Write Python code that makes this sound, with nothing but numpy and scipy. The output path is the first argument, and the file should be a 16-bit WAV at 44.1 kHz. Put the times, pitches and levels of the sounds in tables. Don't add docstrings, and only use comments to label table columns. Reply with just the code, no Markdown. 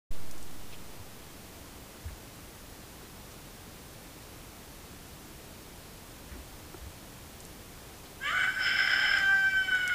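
import sys
import numpy as np
from scipy import signal
from scipy.fft import rfft, irfft, next_fast_len
from scipy.io import wavfile

SR = 44100
rng = np.random.default_rng(int(sys.argv[2]) if len(sys.argv) > 2 else 0)


def store_wav(level_fs):
    pcm = np.round(np.clip(np.atleast_2d(level_fs), -1, 1) * 32767)
    wavfile.write(sys.argv[1], SR, pcm.T.astype(np.int16))


N = 438354
TIME = np.arange(N) / SR
PADDED = next_fast_len(N, True)
FREQS = np.fft.rfftfreq(PADDED, 1 / SR)

# frequency_hz, relative_level_db
HISS_SPECTRUM = [(12, -29), (20, 0.5), (37, 0), (64, -0.5), (129, -3), (218, -5), (244, -7), (313, -5),
                 (340, -8.5), (402, -8.5), (610, -11.5), (663, -11.5), (1570, -17), (14100, -24),
                 (15300, -23)]
# start_s, level_db, pitch_hz
DULL_BUMPS = [(0.189, -43, 98), (.99, -43, 95), (2.051, -33, 80), (2.11, -41, 61), (6.31, -40.5, 68),
              (6.38, -40.5, 66.4), (6.52, -43.5, 65), (6.812, -38.5, 66.5), (6.861, -41, 83)]
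# pitch_hz, level_db, rise_s
KNOCK_TONES = [(354, -38, 0.0036), (814, -40, 0.00089), (1400, -44, 0.0016)]
# start_s, relative_level_db
TWIG_SNAPS = [(0.3122, -34), (0.3805, -41), (0.428, -35), (7.4046, -36), (7.452, -35), (9.186, -31),
              (9.7512, -35), (9.8777, -26)]
# start_s, level_db, centre_hz, length_s
LEAF_RUSTLES = [(0.71, -55.5, 2750, 0.058), (0.714, -59, 4600, 0.032), (2.074, -57, 1840, .03),
                (3.3, -62, 6300, .04), (6.281, -58.5, 1650, 0.091), (6.304, -55, 320, 0.15),
                (8.04, -59.5, 3720, 0.045)]
# frequency_hz, fade_s
ECHO_FADES = [(300, 0.6), (1500, 0.63), (3000, 1), (6000, 0.98), (12000, 0.085)]
# centre_hz, width_hz, gain_db
RESONANCES = [(612, 57, -21), (740, 120, -26.5), (822, 44, -17), (1257, 50, -8), (1463, 98, -0.5),
              (1583, 126, 2.5), (1620, 26, -6), (1850, 30, -8), (1990, 29, 5), (1940, 10, 4),
              (2076, 27, 10.5), (2070, 300, -1), (2210, 116, 0.5), (2715, 110, -5), (2980, 54, 5.5),
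              (3082, 46, -0.5), (3178, 33, 5.5), (3430, 180, -6.5), (3770, 170, -17), (4216, 56, -10.5),
              (4530, 160, -21.5), (5090, 270, -4.5), (5146, 51, 1), (5275, 71, 0.5), (5260, 45, -12),
              (6260, 500, -27), (6700, 250, -24), (7330, 280, -16), (7360, 78, -9.5), (8310, 100, -19.5)]
BAND_EDGES = [0, 1000, 1850, 4800, 5900, 10000]
BAND_ROUGHNESS = (1.3, 0.7, 1.22, 1.5, 1.4)
# time_s, depth_db, half_width_s
MAIN_DIPS = [(8.55, -9, 0.042), (9.215, -6.5, 0.043), (9.415, -4, 0.035), (9.508, -12.5, 0.016),
             (9.659, -17, .024), (9.815, -4, 0.036)]
# time_s, level_db
VOICE_EFFORT = [(8.21, -48), (8.276, -33), (8.348, -39), (8.404, -34), (8.572, -48), (8.662, -32.5),
                (9.172, -33), (9.318, -41.5), (9.848, -37.5), (9.92, -36)]
# start_s, end_s, amount_outside, amount_inside (0-1)
WEAK_PULSES = (8.52, 9.74, 0.2, 0.96)
# early_db, scream_db, late_db, db_per_effort_db
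SHRILL_RING, THIN_EDGE = (-57.5, -40.5, -52, 0.14), (-52, -53, -52, 0.6)

MIC_ON_S, KNOCK_S = 0.106, 6.743
HOWL_S, CRACK_S, SCREAM_S, SETTLE_S, FRAY_S = 8.197, 8.326, 8.603, 9.205, 9.68
CRACK_EASE_S = 0.01304
LOUDEST_S, LOUDEST_DB, FULL_EFFORT_DB = 9.353, -23, -32.5
SWELL_DB_PER_S, FADE_DB_PER_S, TOP_FADE_DB_PER_S = 7, 13.5, 9


def gain_of(db):
    return 10 ** (np.asarray(db) / 20)


def unit_level(x):
    return x / np.sqrt(np.mean(x ** 2) + 1e-20)


def look_up(table, hz):
    row_hz, values = np.transpose(table)
    return np.interp(np.log(hz + 1), np.log(row_hz + 1), values)


def add(mix, start_s, sound):
    part = mix[round(start_s * SR):][:len(sound)]
    part += sound[:len(part)]


def hump(centre_hz, width_hz):
    return 1 / (1 + ((FREQS - centre_hz) / (.78 * width_hz)) ** 2)


def noise(gain):
    return unit_level(irfft(rfft(rng.standard_normal(PADDED)) * gain, PADDED)[:N])


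def after(time_s, ease_s):
    return .5 + .5 * np.tanh((TIME - time_s) / (2 * ease_s))


def stages(values, times_s, ease_s=0.017):
    steps = zip(values, values[1:], times_s)
    return values[0] + sum((new - old) * after(time_s, ease_s) for old, new, time_s in steps)


def hiss(level_db=-47.5):
    return gain_of(level_db) * noise(gain_of(look_up(HISS_SPECTRUM, FREQS)))


def switch_on(size=0.075, rise_s=0.0095, settle_s=0.32):
    t = np.maximum(TIME - MIC_ON_S, 0)
    return size * np.minimum(t / rise_s, 1) * np.exp(-t / settle_s)


def thud(level_db, pitch_hz, rise_s, sag=0.11):
    age = TIME[:SR // 2] / rise_s
    cycles = np.cumsum(pitch_hz * (1 + sag * (np.exp(-age) - .5))) / SR
    return gain_of(level_db) * age * np.exp(1 - age) * np.sin(2 * np.pi * cycles)


def bumps(rise_cycles=1.05):
    out = np.zeros(N)
    for start_s, level_db, pitch_hz in DULL_BUMPS:
        add(out, start_s, thud(level_db, pitch_hz, rise_cycles / pitch_hz))
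    add(out, KNOCK_S, sum(thud(db, hz, rise_s) for hz, db, rise_s in KNOCK_TONES))
    return out


def footsteps(snap_boost_db=2.5, snap_s=0.00028, crumble=0.1, crumble_s=0.0095, spread=0.21):
    out, t = np.zeros(N), TIME[:SR // 20]
    twig = signal.butter(2, [5100, 9600], "band", fs=SR, output="sos")
    fade = np.exp(-t / snap_s) + crumble * np.exp(-t / crumble_s)
    for start_s, db in TWIG_SNAPS:
        snap = signal.sosfilt(twig, rng.standard_normal(len(t)) * fade)
        add(out, start_s, gain_of(db + snap_boost_db) * snap / abs(snap).max())
    for start_s, db, hz, length_s in LEAF_RUSTLES:
        leaves = signal.butter(2, [hz * (1 - spread), hz * (1 + spread)], "band", fs=SR, output="sos")
        grains = signal.sosfilt(leaves, rng.laplace(size=SR // 2))[:round(length_s * SR)]
        add(out, start_s, gain_of(db) * unit_level(grains * signal.windows.hann(len(grains))))
    return out


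def tree_echo(sound, gap_samples=20):
    echoes = np.zeros(SR)
    slots = np.arange(gap_samples ** 2, SR - gap_samples, gap_samples)
    echoes[slots + rng.integers(0, gap_samples, len(slots))] = rng.choice([-1., 1.], len(slots))
    hz, t, spectrum = signal.stft(echoes, SR, nperseg=256)
    fade = gain_of(-60 * t / look_up(ECHO_FADES, hz)[:, None])
    tail = signal.istft(spectrum * fade, SR)[1]
    return signal.fftconvolve(sound, tail / np.linalg.norm(tail))[:len(sound)]


def throat(hz, low_hz, high_hz):
    power = sum((gain_of(db) * hump(centre, width)) ** 2
                for centre, width, db in RESONANCES if low_hz < centre <= high_hz)
    return np.interp(hz, FREQS, np.sqrt(power))


def waver(length, depth_db=3.5, fastest_hz=10, count=8):
    speeds, starts = rng.random((2, count, 1))
    t = np.linspace(0, length / SR, 400)
    waves = np.sin(2 * np.pi * (fastest_hz * speeds * t + starts)).sum(0)
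    return np.interp(TIME[:length], t, gain_of(depth_db * np.sqrt(2 / count) * waves))


def vocal_folds(pitch, phase, weakening, low_hz, high_hz, between_db=-10, tilt_db=-0.07, slope=1.07):
    tones, power = 0, 1e-20
    halves = np.arange(2, 29)
    for k, passed in zip(halves, throat(pitch * halves[:, None] / 2, low_hz, high_hz)):
        share = gain_of(between_db + tilt_db * k) * weakening if k % 2 else 1
        size = passed * k ** -slope * share * waver(len(pitch))
        tones = tones + size * np.cos(phase * k / 2 + 2 * np.pi * rng.random())
        power = power + size ** 2 / 2
    return tones / np.sqrt(power)


def melody(start_hz=505, scoop_hz_per_s=1000, top_hz=780.8, top_s=9.25):
    scoop = start_hz + scoop_hz_per_s * np.maximum(TIME - HOWL_S, 0)
    bend_hz_per_s2 = np.where(TIME < top_s, 33, 131)
    arch = top_hz - bend_hz_per_s2 * (TIME - top_s) ** 2
    return stages([scoop, arch], [CRACK_S], CRACK_EASE_S)


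def band_levels(open_s=0.011, close_s=0.02, scoop_db=-5, scream_db=-2.5):
    effort = np.interp(TIME, *np.transpose(VOICE_EFFORT))
    before_s, past_s = np.maximum(LOUDEST_S - TIME, 0), np.maximum(TIME - LOUDEST_S, 0)
    arch = LOUDEST_DB - SWELL_DB_PER_S * before_s - FADE_DB_PER_S * past_s
    lowest = arch + stages([-30, -24], [SCREAM_S], close_s)
    dips = sum(db * np.exp(-((TIME - time_s) / width_s) ** 2) for time_s, db, width_s in MAIN_DIPS)
    scooping = 1 - after(CRACK_S, CRACK_EASE_S)
    screaming = after(SCREAM_S, open_s) - after(SETTLE_S, close_s)
    main = arch + dips + scream_db * screaming + scoop_db * scooping
    levels = [lowest, main, effort]
    for *stage_db, follow in (SHRILL_RING, THIN_EDGE):
        full = stages(stage_db, [SCREAM_S, SETTLE_S], open_s)
        levels.append(full + follow * (effort - FULL_EFFORT_DB) - TOP_FADE_DB_PER_S * past_s)
    return levels


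def howl(jitter=0.0013, rough_jitter=0.0172, flutter_hz=45, rasp=0.34, rasp_hz=70, attack_s=0.045):
    pitch = melody()
    roughness = stages([0.15, 0.446, 0.706, 0.02, 0.13], [CRACK_S, SCREAM_S, SETTLE_S, FRAY_S])
    start_s, end_s, slight, full = WEAK_PULSES
    weakening = stages([slight, full, slight], [start_s, end_s])
    echo_gain = gain_of(stages([-3.5, -10.5, -7.5], [SETTLE_S, FRAY_S]))
    tremble = (jitter + rough_jitter * roughness) * noise(hump(0, flutter_hz))
    phase = 2 * np.pi * np.cumsum(pitch * (1 + tremble)) / SR
    bursts = unit_level(np.exp(rasp * noise(hump(0, rasp_hz))))
    on = slice(round(HOWL_S * SR), N)
    voice = np.zeros(N)
    for low_hz, high_hz, db, factor in zip(BAND_EDGES, BAND_EDGES[1:], band_levels(), BAND_ROUGHNESS):
        broken = np.clip(factor * roughness[on], 0, 1)
        clean = vocal_folds(pitch[on], phase[on], weakening[on], low_hz, high_hz)
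        chaos = (bursts * noise(throat(FREQS, low_hz, high_hz)))[on]
        direct = np.sqrt(1 - broken) * clean + np.sqrt(broken) * chaos
        heard = (direct + echo_gain[on] * tree_echo(direct)) / np.hypot(1, echo_gain[on])
        voice[on] += gain_of(db[on]) * heard
    return voice * np.clip((TIME - HOWL_S) / attack_s, 0, 1)


def scene():
    return (howl() + footsteps() + bumps() + hiss())[None]


def record(dry, wake_s=0.009, cutoff_hz=15400):
    live = dry * np.clip((TIME - MIC_ON_S) / wake_s, 0, 1) + switch_on()
    treble_cut = signal.firwin(511, cutoff_hz, window=("kaiser", 9), fs=SR)
    return signal.oaconvolve(live, treble_cut[None], "same")


dry = scene()
out = record(dry)
store_wav(out)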